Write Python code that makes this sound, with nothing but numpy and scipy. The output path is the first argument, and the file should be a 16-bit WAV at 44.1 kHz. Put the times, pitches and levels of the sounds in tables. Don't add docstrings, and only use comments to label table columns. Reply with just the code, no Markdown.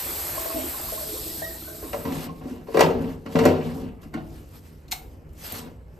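import sys
import numpy as np
from scipy import signal
from scipy.fft import rfft, irfft, next_fast_len
from scipy.io import wavfile
from scipy.ndimage import uniform_filter1d

SR = 44100
rng = np.random.default_rng(int(sys.argv[2]) if len(sys.argv) > 2 else 0)


def store_pcm(level_fs):
    pcm = np.round(np.clip(level_fs, -1, 1) * 32767).astype(np.int16)
    wavfile.write(sys.argv[1], SR, np.atleast_2d(pcm).T)


N = 264159

# (time [s], level [dB], crack against level [dB], tick against level [dB],
# centre of the modes rung [Hz], spread of those modes [octaves])
KNOCKS = [(1.931, -22, -6, -9.5, 520, 0.63), (1.94, -20.5, -12, -23, 610, 0.37),
          (2.052, -27.5, -4, -19, 900, 0.21), (2.056, -20.5, -25, -31, 237, 0.42),
          (2.077, -27, -23, -11, 257, 0.24), (2.122, -27, -37, -7, 257, 0.54),
          (2.265, -29.5, -12, -12, 232, 0.37), (2.455, -25, -32, -32, 270, 0.43),
          (2.481, -40, -8, -6, 504, 0.52), (2.51, -26.5, -33, -23, 236, 0.28),
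          (2.683, -29, -21, -22, 406, 0.99), (2.745, -12.5, -17, -21.5, 464, 0.32),
          (2.771, -5.5, -12, -19, 414, 0.62), (2.793, -5.5, -10.5, -15.5, 450, 0.47),
          (2.807, -3, -10, -8.5, 494, 0.48), (2.833, -15.5, -3.5, -39, 188, 0.34),
          (2.861, -21.5, -9, -25, 300, 0.76), (2.908, -20, -13, -30, 490, 0.26),
          (3.261, -29, -5, -12, 247, 0.41), (3.356, -27, 5.5, -8, 875, 0.4),
          (3.362, -15, -12, -30, 240, 0.77), (3.389, -14, -4, -11, 423, 0.48),
          (3.437, -18, -10, -21, 600, 0.14), (3.453, -4.5, -15, -12.5, 433, 1.17),
          (3.461, -12, -13, -30, 597, 0.48), (3.476, -15, -15, -32, 387, 0.45),
          (3.502, -17, -16, -31, 358, 0.37), (4.03, -44.5, -4, -3, 400, 0.51),
          (4.139, -30, -13, -7, 275, 0.77)]
# (frequency [Hz], level [dB], time to die by 60 dB [s])
HOUSING_MODES = [(92.2, 8.5, 0.44), (156.9, 1, 0.21), (188, -9.5, 0.2), (235, 1, 0.089), (270, -2, 0.17),
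                 (310.4, -7, 0.1), (344, 2, 0.058), (384.7, -3.5, 0.18), (454.3, 1, 0.16),
                 (534.6, 1.5, 0.067), (560, 1, 0.065), (625, 1.5, 0.094), (716, 3.5, 0.054),
                 (846, -7, 0.11), (926, -8, 0.1), (1030, -5.5, 0.15), (1260, 2, 0.053), (1382, -8.5, 0.078),
                 (1560, -11, 0.062), (1700, -11.5, 0.05), (1946, -1.5, 0.048), (2160, -14, 0.086),
                 (2386, -7, 0.094), (2700, -7, 0.066), (2960, -22, 0.036)]
# (time [s], level [dB], part under 2 kHz against the rest [dB])
SPRAY = [(0.0, -29.5, 11), (0.65, -31.5, 12), (1.0, -32, 7.5), (1.35, -34, 4.5), (1.69, -40.5, 7),
         (2.0, -40.5, 12), (2.26, -55, 27)]


def amp(db):
    return 10 ** (np.asarray(db) / 20)


def evened(x):
    return x / np.sqrt(np.mean(x ** 2) + 1e-20)


def read(points, hz, axis=1):
    table = np.transpose(points)
    return np.interp(np.log(hz + 1), np.log(table[0] + 1), table[axis])


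def curve(rows, axis=1):
    table = np.transpose(rows)
    return np.interp(np.arange(N) / SR, table[0], table[axis])


def during(rows, fade=0.02):
    t = np.arange(N) / SR
    inside = np.minimum(t - rows[0][0], rows[-1][0] - t)
    return np.clip(inside / fade + 1, 0, 1)


def hiss(colour, patchy_db, flicker_db, size=512, streak_db=0.):
    frames, hz = 4 * N // size + 5, np.fft.rfftfreq(size, 1 / SR)
    a, b, c, d, patches = rng.standard_normal((frames, len(hz), 5)).T
    flicker = evened(uniform_filter1d(patches.mean(0), size=3))
    streaks = evened(uniform_filter1d(patches, size=60, axis=1))
    patches = uniform_filter1d(patches, size=6, axis=0)
    patches = evened(uniform_filter1d(patches, size=14, axis=1))
    level_db = read(colour, hz)[:, None] + patchy_db * patches + flicker_db * flicker + streak_db * streaks
    spectra = np.array([a + 1j * b, c + 1j * d]) * amp(level_db)
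    noises = signal.istft(spectra, nperseg=size, noverlap=3 * size // 4)[1]
    return evened(noises[:, :N])


def clicks(per_s, spread_db):
    size = amp(spread_db * np.minimum(rng.exponential(1, N), 4))
    sign = rng.choice([-1., 1.], N)
    return size * sign * (rng.random(N) < per_s / SR)


def band(x, lo_hz, hi_hz):
    sos = signal.butter(2, [lo_hz, min(hi_hz, 20000)], "band", fs=SR, output="sos")
    return signal.sosfilt(sos, x)


def ring(modes, centre_hz, octaves, blow_s, twin=0.32):
    hz, db, t60 = np.transpose(modes)[:, :, None]
    t = np.arange(SR // 3) / SR
    near_db = -6 * (np.log2(hz / centre_hz) / octaves) ** 2
    phase, detune = rng.random((2, len(hz), 1))
    beat = 1 + twin * np.cos(2 * np.pi * (0.0734 * hz * detune * t + phase))
    rise = 1 - np.exp(-(t * hz / centre_hz / max(blow_s, 1e-4)) ** 2)
    tone = np.sin(2 * np.pi * (hz * t + phase))
    sound = (amp(db + near_db - 60 * t / t60) * rise * beat * tone).sum(0)
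    return sound / abs(sound).max()


def burst(length_s, lo_hz, hi_hz):
    t = np.arange(3000) / SR
    fade = np.exp(-t / max(length_s, 2e-4))
    sound = band(rng.standard_normal(3000) * fade, lo_hz, hi_hz)
    return sound / abs(sound).max()


def add(mix, s, sound):
    part = mix[round(s * SR):][:len(sound)]
    part += sound[:len(part)]


def strokes():
    # (start [s], length [s], rumble level [dB], rasp against rumble [dB],
    # share of the upper modes at the start [0-1])
    stroke_rows = [(1.818, 0.099, -47.5, -4.5, 0.5), (1.937, 0.051, -41, -8, 0),
                   (2.044, 0.25, -34.5, -10.5, 0.53), (2.41, 0.21, -43, -10.5, .4),
                   (2.667, 0.096, -43.5, -8.5, 0.4), (2.739, 0.38, -28.5, -8, 0.47),
                   (3.254, 0.22, -37.5, -13, 0.38), (3.35, 0.13, -20, -13.5, 0.4),
                   (3.485, 0.39, -30, -10, 0.3), (4.13, 0.052, -38.5, -11.5, 0.3),
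                   (5.524, 0.15, -41.5, -7, 0.37)]
    grip_s, sag_db_per_s, let_go_db_per_s = 0.0052, 9.5, 216
    rasp_sag_db_per_s, dull_s = 28, 0.17
    jolt_db, jolt_t60_s = -5.5, 0.18
    t = np.arange(N) / SR
    power = np.zeros((3, N))
    for s, length, db, rasp_db, share in stroke_rows:
        since = np.maximum(t - s, 0)
        fall_db = sag_db_per_s * since + let_go_db_per_s * np.maximum(since - length, 0)
        level = np.minimum(since / grip_s, 1) * amp(db - fall_db)
        upper = np.clip(share, 0, 1) * np.exp(-since / dull_s)
        rasp = amp(rasp_db - rasp_sag_db_per_s * since) ** 2
        power += level ** 2 * np.array([1 - upper, upper, rasp])
    for s, db, _, tick_db, *_ in KNOCKS:
        puff_db = db + tick_db + jolt_db - 60 * np.maximum(t - s, 0) / jolt_t60_s
        power[2] += (t > s) * amp(puff_db) ** 2
    return np.sqrt(power)


def grinding():
    # (frequency [Hz], level per Hz [dB])
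    rasp_colour = [(530, -40), (900, 5), (1260, -4), (2000, -7), (2300, -9.5), (2700, -6), (3500, -13.5),
                   (4800, -14), (9000, -38), (11700, -60), (19800, -120)]
    slips = clicks(500, spread_db=4.5)
    low, high = (
        evened(signal.oaconvolve(slips, ring(HOUSING_MODES, hz, octaves=0.67, blow_s=0.00055))[:N])
        for hz in (220, 560))
    rasp = hiss(rasp_colour, patchy_db=2.5, flicker_db=1.5, size=256)[0]
    return (strokes() * np.array([low, high, rasp])).sum(0)


def knocks():
    mode_spread = 0.022
    out = np.zeros(N)
    for s, db, crack_db, tick_db, hz, octaves in KNOCKS:
        varied_modes = np.array(HOUSING_MODES) * [1, 1, .8]
        varied_modes[:, 0] *= 1 + mode_spread * rng.uniform(-1, 1, len(varied_modes))
        add(out, s, amp(db + 0.5) * ring(varied_modes, hz, octaves, blow_s=0.0023))
        add(out, s, amp(db - 9) * burst(0.015, hz / 2, hz * 2))
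        add(out, s, amp(db + crack_db) * ring(varied_modes, 1600, octaves=.8, blow_s=.001))
        add(out, s, amp(db + crack_db - 5.5) * burst(0.0064, 1100, 4400))
        add(out, s, amp(db + tick_db) * burst(0.0059, 2500, 12900))
    return out


def dispenser():
    return band(grinding() + knocks(), 53, 22000)


def cover():
    # (time [s], level [dB], centre of the modes rung [Hz], spread of those modes [octaves])
    clunk_rows = [(4.041, -44, 645, 0.31), (4.055, -32, 215, 0.39), (4.139, -28, 1290, 1.1),
                  (4.142, -31, 650, 0.38), (4.147, -22, 290, 0.75), (4.172, -30.5, 700, 0.54),
                  (4.18, -31, 198, 0.43)]
    # (frequency [Hz], level [dB], time to die by 60 dB [s])
    cover_modes = [(151.4, 4.5, 0.57), (215, 2.5, 0.13), (290, 2.5, 0.11), (333, -12.5, 0.49),
                   (642, 1, 0.17), (738, -2, 0.078), (1080, -2.5, 0.15), (1370, -5.5, 0.12),
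                   (1464, -5, 0.16), (1820, -4, 0.093), (2080, -6, 0.11), (2220, -2.5, .06),
                   (2450, -14, 0.11), (2800, -20, 0.049)]
    out = np.zeros(N)
    for s, db, hz, octaves in clunk_rows:
        add(out, s, amp(db) * ring(cover_modes, hz, octaves, blow_s=0.0027, twin=0.28))
    return out


def paper():
    # (time [s], level [dB], burst length [s],
    # lowest frequency of the burst [Hz], body against level [dB])
    burst_rows = [(4.881, -45.5, 0.0088, 3000, -1), (4.913, -22, 0.0091, 1500, -25),
                  (4.918, -14, 0.0017, 2550, -21), (4.922, -17, 0.0074, 1340, 0),
                  (5.292, -55, 0.0048, 3000, -20), (5.332, -49, .006, 7000, -23),
                  (5.523, -13.5, 0.0014, 10400, -24)]
    # (frequency [Hz], level [dB], time to die by 60 dB [s])
    paper_modes = [(745, -1, .05), (830, -5, .035), (950, -10, .02), (1100, -11, .025), (1500, -15, .02),
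                   (1950, -1, .022), (2150, 0, .02), (2450, -7, .02), (2850, -8, .025), (3400, -8, .02),
                   (3800, -2, .022), (4200, 1, .022), (5140, -6, .015)]
    out = np.zeros(N)
    for s, db, length_s, lo_hz, body_db in burst_rows:
        add(out, s, amp(db) * burst(length_s, lo_hz, 16700))
        add(out, s, amp(db + body_db) * ring(paper_modes, 2000, octaves=3.5, blow_s=.003, twin=.9))
        add(out, s, amp(db + body_db - 11) * burst(.012, 600, 5000))
    return out


def rustle():
    # (time of the peak [s], level [dB], rise over 20 dB [s], hold [s], fall over 20 dB [s])
    swells = [(2.143, -40.5, 0.15, 0.115, 0.032), (2.292, -58, 0.043, 0.11, 0.33),
              (2.497, -54, 0.21, 0.062, 0.085), (2.785, -41.5, 0.13, 0.034, 0.1),
              (3.024, -54, 0.26, 0.11, 0.12), (3.324, -47, 0.046, 0.045, 0.22),
              (3.457, -41, 0.17, .01, 0.1), (3.64, -51.5, 0.11, 0.17, 0.12),
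              (4.019, -55, 0.015, 0.011, 0.12), (4.34, -55, 0.33, 0.049, 0.37),
              (4.558, -50, 0.1, 0.013, 0.088), (4.655, -54.5, 0.048, 0.013, 0.26),
              (4.913, -53, 0.02, 0.017, 0.13), (5.02, -58, .05, 0.022, 0.22),
              (5.11, -66, 0.11, 0.031, 0.066), (5.285, -76, 0.014, 0.013, 0.031),
              (5.381, -49.5, 0.017, 0.041, 0.11), (5.447, -37, 0.073, 0.14, 0.088),
              (5.95, -68, 0.13, .05, 0.093)]
    # (frequency [Hz], level per Hz [dB])
    rub_colour = [(100, -9), (220, -1.5), (550, -2), (1200, -4.5), (3000, -7), (4800, -7), (7000, -10),
                  (10000, -5), (13000, -5.5), (15500, -36)]
    roundness, faint_db = 0.84, -71
    crackle = evened(band(clicks(830, spread_db=3.0), 2900, 14700))
    rub = hiss(rub_colour, patchy_db=1.5, flicker_db=1.2, size=256, streak_db=1.5)
    t = np.arange(N) / SR
    power = amp(faint_db) ** 2
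    for s, db, rise, hold, fall in swells:
        away = np.maximum((s - t) / rise, np.maximum(t - s - hold, 0) / fall)
        power = power + amp(db - 20 * away ** roundness) ** 2
    return np.sqrt(power) * (rub + 0.058 * crackle)


def tap():
    # (frequency [Hz], level per Hz [dB])
    fizz_colour = [(150, -92), (300, -18.5), (700, -17.5), (1300, -18.5), (2200, -17), (3000, -13),
                   (4400, -7), (6700, -13), (8500, -4), (10000, -8), (12200, -0.5), (14000, -10),
                   (15500, -16)]
    spray = hiss(fizz_colour, patchy_db=1.5, flicker_db=0.34, streak_db=0.5)
    body = signal.sosfilt(signal.butter(2, 2000, fs=SR, output="sos"), spray)
    fizz = spray - body
    balanced = amp(curve(SPRAY, axis=2)) * body + fizz
    return amp(curve(SPRAY)) * during(SPRAY) * balanced


def drain():
    # (frequency [Hz], level [dB], typical time to die by 60 dB [s])
    basin_modes = [(260, -4, .25), (310, -4, .2), (345, -5, .22), (425, -4, .2), (520, -12, .1),
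                   (610, -8, .1), (652, -1, .19), (690, -11, .08), (780, -13, .08), (940, -12, .12),
                   (1020, -9, .08), (1075, -4, .085)]
    # (time [s], level [dB], centre of the modes rung [Hz], spread of those modes [octaves])
    plink_rows = [(.374, -29, 654, 0.15), (0.375, -27, 1090, 0.13), (0.402, -36.5, 354, 0.12),
                  (.42, -34, 1080, 0.15), (.456, -25, 650, 0.14), (0.501, -29, 1080, 0.18),
                  (.545, -25.5, 270, 0.19), (.557, -24.5, 644, 0.16), (.583, -25.5, 645, 0.23),
                  (.64, -31.5, 346, 0.3), (0.741, -33, 1070, 0.098), (.797, -31.5, 640, 0.14),
                  (0.886, -31, 1030, 0.14), (.923, -25, 545, 0.37), (0.975, -34, 1065, 0.11),
                  (1.01, -32.5, 630, 0.2), (1.091, -34, 406, 0.51), (1.119, -31.5, 376, 0.37),
                  (1.168, -35.5, 1080, 0.075), (1.268, -36.5, 424, 0.53), (1.419, -24, 640, 0.59),
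                  (1.489, -48, 354, 0.23), (1.68, -31.5, 640, 0.98), (1.827, -28.5, 400, 0.48),
                  (1.831, -39, 1060, .12), (1.859, -49, 1080, 0.074), (1.889, -48, 1060, .1),
                  (2.288, -36.5, 1090, 0.072), (2.409, -43.5, 1080, 0.29)]
    out = np.zeros(N)
    variation = 1 + rng.uniform(-1, 1, (len(plink_rows), 2)) * [.018, .3]
    for (s, db, hz, octaves), (shift, life) in zip(plink_rows, variation):
        varied_modes = basin_modes * np.array([shift, 1, life])
        add(out, s, amp(db) * ring(varied_modes, hz, octaves, blow_s=0.001, twin=0.62))
    drip = ring(basin_modes, 355, octaves=0.5, blow_s=0.0021)
    drips = signal.oaconvolve(clicks(66, spread_db=3.), drip)[:N]
    return out + amp(-50) * evened(drips) * during(SPRAY, fade=0.99)


def bubbles():
    out, t = np.zeros(N), np.arange(2500) / SR
    for hz in np.geomspace(450, 1700, num=16):
        tone = np.sin(2 * np.pi * hz * t * (1 + 3.8 * t))
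        plop = tone * np.exp(-t * hz / 6.9) * (1 - np.exp(-t / 0.0083))
        out += signal.oaconvolve(clicks(5.1, spread_db=4.0), plop)[:N]
    level_db = -52.5 + .5 * (curve(SPRAY) - SPRAY[0][1])
    return amp(level_db) * during(SPRAY) * evened(out)


def squeaks():
    # (time [s], level [dB], pitch [Hz],
    # slide up into pitch [share of it, negative is down], overtones against level [dB],
    # hold [s], time to die by 60 dB [s])
    squeak_rows = [(1.291, -51, 1900, -0.02, -28, .03, 0.08), (1.368, -45, 1600, -0.054, -13, 0.066, 0.08),
                   (1.419, -36, 1905, 0.1, -4, 0.035, 0.05), (1.461, -40.5, 1900, 0.036, -11, 0.024, 0.044),
                   (1.503, -44, 1860, .03, -25, 0.0099, 0.062), (1.539, -52, 1880, 0.0088, -25, 0.03, 0.11),
                   (1.672, -38, 1553, 0.037, -30, 0.0092, 0.062),
                   (1.698, -40.5, 1550, -0.0049, -32, 0.012, 0.091)]
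    slide_s = 0.012
    out, t = np.zeros(N), np.arange(SR // 4) / SR
    for s, db, hz, slide, octave_db, hold, t60 in squeak_rows:
        waver = evened(uniform_filter1d(rng.standard_normal(len(t)), size=300))
        pitch = hz * (1 - slide * np.exp(-t / slide_s) + .011 * waver)
        turn = 2 * np.pi * np.cumsum(pitch) / SR
        level_db = db - 60 * np.maximum(t - hold, 0) / t60 + 2.0 * waver[::-1]
        shape = (1 - np.exp(-t / 0.003)) * amp(level_db)
        late = 1 - np.exp(-(t / 0.02) ** 2)
        overtones = np.sin(2 * turn) + 0.2 * np.sin(3 * turn)
        add(out, s, shape * (np.sin(turn) + late * amp(octave_db) * overtones))
    return out


def fan():
    # (frequency [Hz], level per Hz [dB])
    hum_colour = [(13, -52), (22, -7.5), (76, 4.5), (129, -12.5), (260, -10), (312, -8.5), (408, -13),
                  (533, -15.5), (788, -22.5), (1830, -32), (2030, -34), (2250, -34.5), (3000, -37),
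                  (3900, -78), (6600, -120)]
    # (frequency [Hz], width [Hz], level [dB])
    air_modes = [(58.8, 11.6, -52), (88.1, 17, -54.5), (152, 18.7, -56), (234.9, 7.5, -64.5)]
    out = amp(-45.5) * hiss(hum_colour, patchy_db=2.5, flicker_db=2.2, size=2048)
    for hz, width, db in air_modes:
        tone = band(rng.standard_normal(N), hz - width / 2, hz + width / 2)
        out = out + amp(db) * evened(tone)
    return out


def room(x, wet_db):
    # (frequency [Hz], time to die by 60 dB [s])
    tile_decay = [(100, 0.42), (260, 0.68), (700, 0.52), (1840, 0.34), (4850, 0.22), (12800, 0.32)]
    taps = np.zeros((2, SR))
    at = np.arange(120, SR - 20, 20) + rng.integers(0, 20, (2, (SR - 121) // 20))
    np.put_along_axis(taps, at, rng.choice([-1., 1.], at.shape), 1)
    hz, t, z = signal.stft(taps, SR, nperseg=256)
    fade = amp(-60 * t / read(tile_decay, hz)[:, None])
    tail = signal.istft(z * fade, SR, nperseg=256)[1][:, :SR]
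    tail = amp(wet_db) * tail / np.linalg.norm(tail[0])
    scatter = irfft(np.exp(2j * np.pi * rng.random(129)))
    direct = np.array([np.arange(256) == 0, scatter])
    whole = tail + np.pad(direct, ((0, 0), (0, SR - 256)))
    return signal.fftconvolve(x[None], whole, axes=1)[:, :N]


def stereo(pair, left_db):
    # (frequency [Hz], half the phase by which left lags [rad], likeness [0-1],
    # left over right before left_db is added [dB])
    spread_rows = [(60, -0.1, 0.98, 1), (275, 0.0, 0.84, 2.5), (600, 0.05, 0.68, 3), (960, 0.2, 0.35, 1),
                   (1500, 0.95, 0.5, -0.5), (1900, 0.65, 0.7, -1), (2300, 0.3, 0.55, 0.5),
                   (2900, -0.15, 0.65, 2), (3600, -0.2, 0.7, 3), (4500, -0.05, 0.78, 3),
                   (5700, 0.15, 0.62, 2.5), (7300, 0.08, 0.9, 1), (8100, 0.35, 0.8, 1),
                   (8900, 1.05, 0.85, 1), (9250, 1.5, 0.995, 1), (10700, 1.64, 0.995, 1),
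                   (11200, 2.2, 0.9, 1), (12100, 3.05, 0.85, 1), (13700, 3.2, 0.82, 1.5),
                   (14600, 4.4, 0.85, 0)]
    size = next_fast_len(N + 4096)
    hz, (first, twin) = np.fft.rfftfreq(size, 1 / SR), rfft(pair, size)
    turn = read(spread_rows, hz, axis=1)
    like = np.clip(read(spread_rows, hz, axis=2), 0, 1)
    lean = amp((read(spread_rows, hz, axis=3) + left_db) / 2)
    left = first * np.exp(-1j * turn) * lean
    right = (like * first + np.sqrt(1 - like ** 2) * twin) * np.exp(1j * turn) / lean
    return irfft(np.array([left, right]), size)[:, :N]


def scene():
    housing = room(dispenser() + cover(), wet_db=-6)
    hands = rustle() + room(paper(), wet_db=-7)
    near_basin = room(drain() + bubbles() + squeaks(), wet_db=-8)
    out = stereo(housing, left_db=-0.7)
    out = out + stereo(hands + tap() + fan(), left_db=-1.1)
    return out + stereo(near_basin, left_db=-3.5)


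def record(dry):
    rounded = 1.1 * np.tanh(dry / 1.1)
    edge_hz = 15100
    low_pass = signal.firwin(511, edge_hz, window=("kaiser", 9), fs=SR)
    return signal.oaconvolve(rounded, low_pass[None], "same")


dry = scene()
out = record(dry)
store_pcm(out)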